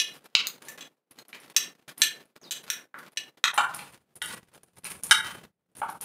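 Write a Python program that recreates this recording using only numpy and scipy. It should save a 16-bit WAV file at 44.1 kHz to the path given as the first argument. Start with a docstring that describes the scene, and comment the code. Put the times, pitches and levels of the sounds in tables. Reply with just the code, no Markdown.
"""A bare kitchen: a spoon stirs wet vegetable mash in a steel bowl, knocking on its rim and wall.
Blows and wrist bangles are decaying vibration modes under a crack of noise; mash is noise and crackle.
A short squeak falls, the bowl's foot knocks on the table, and air noise and a low rumble lie beneath.
The microphone takes in nearly as much reverberation as direct sound from blows, bangles, mash and squeak.
The recorder's noise gate opens at each small noise and sinks towards silence between."""
import sys
import numpy as np
from scipy import signal
from scipy.fft import rfft, irfft, next_fast_len
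from scipy.io import wavfile
from scipy.ndimage import uniform_filter1d

SR = 44100
rng = np.random.default_rng(int(sys.argv[2]) if len(sys.argv) > 2 else 0)


def master(y):
    """Save y as 16-bit WAV."""
    cut = np.clip(np.atleast_2d(y).T, -1, 1)
    pcm = np.round(cut * 32767)  # scale
    wavfile.write(sys.argv[1], SR, pcm.astype(np.int16))


N = 266364


def from_db(db):
    """Decibels to gain."""
    return 10 ** (np.asarray(db) / 20)


def rms_one(x):
    """Scale to unit rms."""
    return x / np.sqrt(np.mean(x ** 2) + 1e-20)


def in_time(rows):
    """Columns of a curve table, read at every sample."""
    s, *columns = np.transpose(rows)
    return [np.interp(np.arange(N) / SR, s, column) for column in columns]


def at_hz(points, hz):
    """Read a spectrum on a log-frequency axis."""
    point_hz, point_db = np.array(points).T
    return np.interp(np.log(hz), np.log(point_hz), point_db)


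def colour(x, spectrum):
    """Give a signal a spectrum; rms 1."""
    size = next_fast_len(N)
    hz = np.fft.rfftfreq(size, 1 / SR) + 1   # the offset avoids log of zero
    return rms_one(irfft(rfft(x, size) * from_db(at_hz(spectrum, hz)), size)[:N])


def drift(step_s):
    """Normal random values of spread 1, one every step, joined by lines."""
    count = int(N / SR / step_s) + 2
    return np.interp(np.arange(N) / SR / step_s, np.arange(count), rng.standard_normal(count))


def grains(per_s, spread_db):
    """Random clicks of uneven size and sign."""
    boost_db = spread_db * np.minimum(rng.exponential(1, N), 5)
    sizes = from_db(boost_db) * rng.standard_normal(N)
    return sizes * (rng.random(N) < per_s / SR)


def hold_and_fall(level_db, fall_db_per_s):
    """Follow rises at once, but fall no faster than the given rate."""
    fallen_db = fall_db_per_s * (np.arange(N) / SR)
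    return np.maximum.accumulate(level_db + fallen_db) - fallen_db


def blows(rows, modes, crack_db, crack_s):
    """Each blow sets every mode ringing, weighted by where it lands, under a short crack of contact."""
    out = np.zeros(N + SR)
    t = np.arange(SR * 2 // 3) / SR
    hz, width, mode_db = np.transpose(modes)[:, :, None]
    chance = rng.standard_normal((len(rows), 2, len(modes), 1))
    noise = rng.standard_normal((len(rows), len(t)))
    bins = np.fft.rfftfreq(len(t), 1 / SR) + 1
    contact = t / crack_s * np.exp(1 - t / crack_s)
    for row, (uneven, turn), hiss in zip(rows, chance, noise):
        s, peak_db, top_hz, below, above, length, *favoured = row
        octaves = np.log2(hz / top_hz)
        weight_db = mode_db + np.where(octaves < 0, below, -above) * octaves
        if favoured:
            favoured_hz, extra_db = favoured
            weight_db[np.argmin(np.abs(hz - favoured_hz))] += extra_db
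        # a wide mode dies fast, so it starts stronger for the same spectral height
        start = from_db(weight_db + 2 * uneven) * width
        decay = np.exp(-np.pi * width / length * t)
        rings = start * decay * np.sin(2 * np.pi * (hz * t + turn))
        ring = rings.sum(axis=0) * (1 - np.exp(-(t / crack_s) ** 2))   # the contact takes a moment
        # the crack has the outline of the modes and little beyond them
        outline = [(hz[0, 0] / 4, weight_db[0, 0] - 53.5),
                   *zip(hz[:, 0], weight_db[:, 0]),
                   (hz[-1, 0] * 4 / 3, weight_db[-1, 0] - 15)]
        crack = contact * irfft(rfft(hiss) * from_db(at_hz(outline, bins)), len(t))
        sound = ring / np.abs(ring).max() + from_db(crack_db) * crack / np.abs(crack).max()
        at = max(round(s * SR), 0)
        out[at:at + len(t)] += from_db(peak_db) * sound / np.abs(sound).max()
    return out[:N]


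# spectrum of the kitchen air: f/Hz, density/dB per Hz (relative)
AIR_SPECTRUM = [(25, -46.5), (60, -46.5), (95, -24.5), (140, -5.5), (250, -3), (500, -4), (1000, -12.5),
                (2500, -20), (6000, -27.5)]
AIR_DB = -56   # middle rms level before the gate


def kitchen_air():
    """Steady noise of the room's air, its level wavering slightly."""
    return from_db(AIR_DB + 1.2 * drift(0.057)) * colour(rng.standard_normal(N), AIR_SPECTRUM)


# Blow tables list dry peaks, before room and gate. Slopes shape the modes either side of the strongest
# pitch; the ring factor multiplies decay time. Mode levels are relative, before those slopes.
# spoon on the rim: t/s, level/dB, strongest f/Hz, rise below/dB per octave, fall above/dB per octave,
# ring factor, favoured mode f/Hz, its extra level/dB
RIM_BLOWS = [(0.0, -9, 2570, 15, 7, 1, 5640, 9.5), (.684, -28, 1740, 14, -7.5, 0.83, 1770, 21),
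             (.808, -30, 2860, 12, 4.5, 0.56, 3200, 4.5), (1.564, -5.5, 5050, 4, 1, 0.75, 5640, 6),
             (2.018, -3, 3900, 2, 0.5, 0.85, 6160, 0), (2.509, -12.5, 7200, 4, -2, 0.32, 7640, 8),
             (2.701, -9, 5980, -6, -11.5, 0.52, 5640, 20.5), (3.172, -18.5, 2960, 1, 4.5, 0.86, 5640, 9),
             (3.44, -1.5, 1790, -2, 7.5, 0.11, 3200, 2)]
# modes of the rim held by the hand: f/Hz, width/Hz, level/dB
RIM_MODES = [(1770, 38, -3), (2490, 29, -2), (2890, 56, -1), (3200, 25, -3), (3410, 43, -3), (3880, 23, 0),
             (4010, 43, 0), (4590, 56, -10), (5100, 28, -11), (5640, 69, -5), (6160, 64, 0),
             (7640, 230, -5), (8610, 82, -9), (9030, 52, -11), (9500, 110, -14), (10300, 45, -17),
             (10900, 32, -15), (11400, 47, -16), (11800, 37, -14), (12600, 61, -16), (12800, 25, -17),
             (13500, 96, -21), (14100, 42, -15), (14900, 88, -17)]


def rim_knocks():
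    """The spoon knocks on the hand-held rim: closely spaced steel modes ring and die."""
    return blows(RIM_BLOWS, RIM_MODES, crack_db=0.0, crack_s=0.00083)


# bangles clink, dry peaks: t/s, level/dB, strongest f/Hz
BANGLE_BLOWS = [(0, -25, 10300), (.243, -44, 12100), (.622, -42.5, 8200), (0.6516, -40, 11000),
                (.718, -45, 13500), (1.11, -40.5, 11100), (1.2832, -37, 11800), (1.401, -38.5, 8400),
                (1.501, -46, 11400), (1.882, -42, 8500), (1.9792, -31, 11300), (2.255, -44, 10240),
                (2.63, -43.5, 11200), (2.987, -45.5, 11300), (3.119, -45, 11900), (3.5418, -24.5, 10600),
                (3.746, -24.5, 9700), (4.1557, -34.5, 10500), (4.223, -25.5, 9500), (4.275, -36.5, 9300),
                (4.538, -43, 9420), (4.6333, -39.5, 9400), (4.7573, -44.5, 9900), (4.783, -40, 10800),
                (4.8438, -22.5, 9500), (4.904, -29.5, 9400), (5.035, -20.5, 9500), (5.112, -15, 9400),
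                (5.752, -39.5, 9180), (5.7679, -32.5, 10100), (5.9, -34, 11000), (6.011, -23, 9600)]
# modes of the bangles: f/Hz, width/Hz, level/dB
BANGLE_MODES = [(5550, 250, -2), (8860, 120, -16.5), (10070, 170, -3.5), (9265, 340, 3.5), (10860, 54, -2),
                (10200, 37, -4.5), (10450, 53, -8), (11410, 74, -6.5), (12570, 200, -3.5),
                (14500, 74, -12.5)]
CLINK_BELOW_DB, CLINK_ABOVE_DB = 15.5, 18   # rise and fall per octave round the strongest pitch


def bangle_clinks():
    """Bangles on the wrist strike each other: high modes ring under a contact crack."""
    rows = [(*row, CLINK_BELOW_DB, CLINK_ABOVE_DB, 1) for row in BANGLE_BLOWS]
    return blows(rows, BANGLE_MODES, crack_db=-3, crack_s=0.00075)


SOFT_SOUNDS_DB = -7   # gain of both jingle and mash against the blows
RATTLE_DB, RATTLE_FADE_DB_PER_S = -16, 109   # start against the clink's peak, then fade
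RATTLE_FLOOR_DB = -71.5   # before the soft-sounds gain


def rattling():
    """Level of the jingle in dB: each clink can lift it, then it fades to a floor."""
    t = np.arange(N) / SR
    level_db = np.full(N, float(RATTLE_FLOOR_DB))
    for s, peak_db, _ in BANGLE_BLOWS:
        fading_db = peak_db + RATTLE_DB - RATTLE_FADE_DB_PER_S * (t - s)
        level_db = np.where(t >= s, np.maximum(level_db, fading_db), level_db)
    return level_db


# which bangles touch: t/s, strongest f/Hz
JINGLE_PITCH = [(0, 11610), (3.3, 11760), (3.5, 9700), (5.8, 9610), (5.9, 10380), (6.04, 9550)]


def jingle():
    """Bangles rub and rattle: dense small contacts excite their modes, damped more than in a clink."""
    contacts = grains(1300, spread_db=5.0) * from_db(2.6 * drift(0.027))
    strongest_hz, = in_time(JINGLE_PITCH)
    out = 0
    for hz, width, mode_db in BANGLE_MODES:
        r = np.exp(-np.pi * width * 2.5 / SR)   # 2.5 times the clink's mode width
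        resonator = [1, -2 * r * np.cos(2 * np.pi * hz / SR), r * r]
        ringing = signal.lfilter([1 - r, 0, r - 1], resonator, contacts)
        distance_octaves = np.abs(np.log2(hz / strongest_hz))
        out = out + from_db(mode_db - 41 * distance_octaves) * ringing
    return from_db(rattling() + SOFT_SOUNDS_DB) * rms_one(out)


# steady rubbing of the mash, before the soft-sounds gain: t/s, level/dB
STIR = [(0, -61), (.3, -57.5), (.6, -64), (.88, -72), (1.05, -99), (1.2, -72), (1.45, -57), (1.8, -72.5),
        (2.3, -60), (2.6, -80), (2.88, -76), (3.1, -66), (3.4, -64), (4.05, -61.5), (4.5, -58),
        (4.75, -61.5), (5.45, -57), (5.65, -92), (6.04, -58)]
# squelches under the spoon, before the soft-sounds gain: t/s, starting level/dB, length/s
SQUELCHES = [(0.134, -53.5, 0.033), (0.236, -49, 0.026), (0.558, -60, .04), (0.62, -45, 0.011),
             (0.651, -48.5, 0.062), (0.777, -41, 0.02), (1.106, -55, 0.076), (1.182, -48.5, 0.017),
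             (1.227, -72, 0.0044), (1.25, -46.5, .004), (1.288, -49, .025), (1.328, -45.5, 0.028),
             (1.408, -56.5, 0.045), (1.464, -73, 0.0085), (1.476, -47.5, 0.0057), (1.499, -55, .022),
             (1.535, -56.5, .012), (1.744, -55.5, 0.082), (1.88, -42.5, 0.026), (1.975, -48.5, 0.062),
             (2.205, -58, 0.034), (2.254, -56.5, 0.0049), (2.356, -46.5, .008), (2.428, -58.5, 0.05),
             (2.634, -50.5, 0.012), (2.666, -44, 0.022), (2.988, -45, 0.0059), (3.028, -54, 0.0068),
             (3.046, -48.5, 0.0053), (3.064, -48, 0.0065), (3.12, -53, 0.012), (3.16, -47, .004),
             (3.372, -51, 0.0074), (3.531, -53, 0.036), (3.687, -42.5, 0.2), (3.921, -55.5, 0.035),
             (4.145, -65.5, 0.018), (4.272, -39.5, 0.067), (4.41, -63, 0.13), (4.515, -65.5, 0.045),
             (4.572, -56, 0.0066), (4.611, -64, 0.024), (4.765, -58, 0.018), (4.783, -59, 0.006),
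             (4.836, -42.5, 0.086), (4.942, -79, 0.008), (5.027, -51, 0.082), (5.247, -40.5, 0.072),
             (5.434, -61.5, 0.024), (5.749, -54, .008), (5.761, -50.5, 0.016), (5.877, -50, 0.048),
             (6.007, -47, 0.024)]
SQUELCH_SAG_DB_PER_S = 27   # a long squelch weakens as it goes


def stirring():
    """Level of the mash in dB: steady rubbing plus squelches that start at once, sag and stop."""
    gain = from_db(in_time(STIR)[0])
    for s, level_db, length in SQUELCHES:
        t = np.arange(round(length * SR)) / SR
        part = gain[round(s * SR):][:len(t)]
        part += from_db(level_db - SQUELCH_SAG_DB_PER_S * t[:len(part)])   # adds into gain
    return 20 * np.log10(gain)


# spectrum of the wet mash: f/Hz, density/dB per Hz (relative)
MASH_SPECTRUM = [(300, -19.5), (900, 6), (2000, 4.5), (3500, 3), (5500, -3.5), (8500, -8.5), (11500, -10),
                 (15000, -12.5), (17000, -18.5)]


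def mash():
    """Wet squish: clumped crackles over a soft rubbing hiss."""
    crackle = rms_one(grains(900, spread_db=3.5) * from_db(3 * drift(0.02)))
    hiss = .6 * rng.standard_normal(N)
    return from_db(stirring() + SOFT_SOUNDS_DB) * colour(crackle + hiss, MASH_SPECTRUM)


# spoon on mash-damped steel, dry peaks: t/s, level/dB, strongest f/Hz, rise below/dB per octave,
# fall above/dB per octave, ring factor
CLACK_BLOWS = [(.3515, -0.5, 3600, 6, 4.5, 0.27), (.47, -14.5, 2860, -14, -18, 0.14),
               (1.188, -37, 4000, 15.5, -13, 0.49), (1.33, -27, 2065, -3, 15.5, 0.34),
               (2.943, -24, 1670, -1, 35, 0.35), (3.792, -28.5, 3070, 21, 49, 0.36),
               (4.852, -24.5, 2755, -1, 2, 0.2)]
# modes of the steel damped by mash: f/Hz, width/Hz, level/dB
CLACK_MODES = [(1400, 150, -14), (1700, 100, -11), (2305, 40, -3), (2615, 40, -5), (2740, 60, -2),
               (3200, 40, -11), (3660, 25, -4), (3830, 80, -1), (4100, 30, -2), (4180, 40, -1),
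               (4320, 60, -5), (4720, 80, -12), (5140, 50, -13), (5340, 50, -16), (6660, 50, -13),
               (8130, 60, -21), (9030, 100, -28), (10600, 50, -31), (14800, 130, -30)]


def damped_clacks():
    """The spoon hits steel damped by mash: short-lived modes give a clack."""
    return blows(CLACK_BLOWS, CLACK_MODES, crack_db=-0.5, crack_s=0.00047)


# a falling squeak, middle dry level: t/s, f/Hz, level/dB
SQUEAK = [(2.415, 6600, -58), (2.43, 5640, -54), (2.455, 3870, -57), (2.48, 3700, -59), (2.495, 3320, -83)]


def squeak():
    """One short falling tone with a rapidly uneven level."""
    hz, level_db = in_time(SQUEAK)
    t = np.arange(N) / SR
    sounding = (t > SQUEAK[0][0]) & (t < SQUEAK[-1][0])
    tone = np.sin(2 * np.pi * np.cumsum(hz) / SR)
    return sounding * from_db(level_db + 5.3 * drift(0.0028)) * tone


# a low rumble sets in, rms before the gate: t/s, level/dB
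RUMBLE_LEVEL = [(0, -81.5), (3.45, -84.5), (3.6, -58), (4.0, -60.5), (4.6, -58), (5.2, -55), (6.04, -60.5)]
# spectrum of the rumble: f/Hz, density/dB per Hz (relative)
RUMBLE_SPECTRUM = [(25, -28), (50, -17.5), (75, -3), (110, -3), (180, 3.5), (260, -14.5), (500, -38)]


def low_rumble():
    """Low-frequency noise follows a level curve."""
    return from_db(in_time(RUMBLE_LEVEL)[0]) * colour(rng.standard_normal(N), RUMBLE_SPECTRUM)


# bowl's foot on the table, dry peaks: t/s, level/dB, strongest f/Hz, rise below/dB per octave,
# fall above/dB per octave, ring factor
FOOT_BLOWS = [(3.532, -30.5, 990, -3, 15, 1), (3.577, -4, 1346, 4.5, -0.5, 1.23),
              (5.8165, -15.5, 850, -14, 7.5, 0.27)]
# modes of the bowl's foot on the cloth-covered table: f/Hz, width/Hz, level/dB
FOOT_MODES = [(620, 120, -12), (765, 40, -4), (825, 20, 0), (880, 20, 1), (953, 25, -3), (1250, 60, -5),
              (1410, 40, 0), (1535, 40, -4), (1780, 60, -13), (2360, 60, -13), (2780, 70, -13),
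              (3040, 60, -15), (3470, 60, -18), (3730, 60, -17), (4210, 70, -24), (5600, 300, -36),
              (7250, 200, -27), (8190, 120, -26), (8880, 120, -28), (9630, 120, -30)]


def bowl_foot_knocks():
    """The bowl's foot knocks on the cloth-covered table: mostly low modes after a slower contact."""
    return blows(FOOT_BLOWS, FOOT_MODES, crack_db=0.0, crack_s=0.0016)


# spoon on the bare wall, dry peaks: t/s, level/dB, strongest f/Hz, rise below/dB per octave,
# fall above/dB per octave, ring factor, favoured mode f/Hz, its extra level/dB
WALL_BLOWS = [(4.218, -18.5, 2400, 1, 1, 0.9, 1940, 9), (5.1105, -1, 2500, 0.5, 0.22, 0.89, 3066, -6)]
# modes of the bare bowl wall: f/Hz, width/Hz, level/dB
WALL_MODES = [(883, 14, -9), (1248, 12, -6), (1450, 30, -3), (1540, 40, -5), (1600, 25, -4), (1706, 30, -8),
              (1940, 7, 0), (2096, 20, -9), (2290, 25, -13), (2820, 12, -4), (3050, 20, -4), (3082, 5, 8),
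              (3735, 20, -7), (3770, 7, -2), (3825, 20, -8), (4300, 40, -19), (4680, 120, -20),
              (5450, 20, -12), (6260, 25, -17), (7000, 25, -18), (7680, 32, -20), (7870, 35, -19),
              (8550, 25, -18), (8710, 60, -14), (9240, 80, -16), (10100, 60, -18), (10800, 51, -21),
              (11800, 140, -33), (13900, 47, -40)]


def wall_strikes():
    """The spoon strikes the bare bowl wall: narrow, lightly damped modes ring on."""
    return blows(WALL_BLOWS, WALL_MODES, crack_db=3.0, crack_s=0.00037)


# reverberation time of the bare kitchen: f/Hz, time to fall 60 dB/s
ROOM_T60 = [(200, 0.31), (1000, 0.43), (3000, 0.25), (7000, 0.22), (14000, 0.22)]
ROOM_DB = -0.5   # gain of the unit-energy tail against the direct sound


def kitchen(x):
    """Dense reflections: noise in half-octave bands, each dying at its own rate, after a short gap."""
    t = np.arange(SR // 2) / SR
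    edges = 100 * 2 ** np.arange(0, 8, .5)
    white = rng.standard_normal((2, len(t)))
    tail = 0
    for k, (low, high) in enumerate(zip(edges, edges[1:])):
        band_filter = signal.butter(2, [low, high], "band", fs=SR, output="sos")
        band = signal.sosfilt(band_filter, white[k % 2])   # neighbouring bands use different noise
        tail = tail + band * from_db(-60 * t / at_hz(ROOM_T60, np.sqrt(low * high)))
    tail = tail * np.clip((t - .002) / 0.0014, 0, 1)
    reflections = signal.fftconvolve(x, tail / np.sqrt(np.sum(tail ** 2)))[:N]
    return x + from_db(ROOM_DB) * reflections


# band the recorder's noise gate listens to: lower f/Hz, upper f/Hz
GATE_BAND = 1600, 7200
# gate response before sink limit and flutter: heard level/dB, gain/dB
GATE_CURVE = [(-80, -60), (-65.5, -34.5), (-61.5, -19), (-56.5, 0)]
# brief level dip between two blows: t/s, length/s, gain/dB
DIP = (3.518, .016, -11.5)
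GATE_RELEASE_DB_PER_S, GATE_FLUTTER_DB = 301, 2.5   # fall of the heard level; spread of the flutter
GATE_KNEE_DB, GATE_SINK_DB_PER_S = -17, 170   # below the knee the gain sinks no faster than this


def gate(x):
    """A quiet mid band turns the whole sound down; it opens promptly, lets go slowly and flutters."""
    t = np.arange(N) / SR
    heard = signal.sosfilt(signal.butter(2, GATE_BAND, "band", fs=SR, output="sos"), x)
    power = np.abs(uniform_filter1d(heard ** 2, size=200))
    held_db = hold_and_fall(10 * np.log10(power + 1e-14), GATE_RELEASE_DB_PER_S)
    gain_db = np.interp(held_db, *np.sort(np.transpose(GATE_CURVE)))
    sinking_db = hold_and_fall(np.minimum(gain_db, GATE_KNEE_DB), GATE_SINK_DB_PER_S)
    gain_db = np.maximum(gain_db, sinking_db) + GATE_FLUTTER_DB * drift(.012)
    dip_s, dip_length_s, dip_db = DIP
    gain_db += dip_db * ((t > dip_s) & (t < dip_s + dip_length_s))
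    return x * uniform_filter1d(from_db(gain_db), size=40)


def scene():
    """Blows, bangles, mash and squeak in the room, over kitchen air and rumble."""
    direct = rim_knocks() + damped_clacks() + bowl_foot_knocks() + wall_strikes()
    direct += bangle_clinks()
    direct += jingle() + mash() + squeak()
    background = kitchen_air() + low_rumble()
    return (kitchen(direct) + background)[None]


CUTOFF_HZ = 15600


def record(dry):
    """The recorder's noise gate, then rounded peaks and a steep treble cut."""
    gated = gate(dry[0])[None]
    rounded = 1.5 * np.tanh(gated / 1.5)
    treble_cut = signal.ellip(8, .5, 45, CUTOFF_HZ, fs=SR, output="sos")
    return signal.sosfilt(treble_cut, rounded)


dry = scene()
out = record(dry)
master(out)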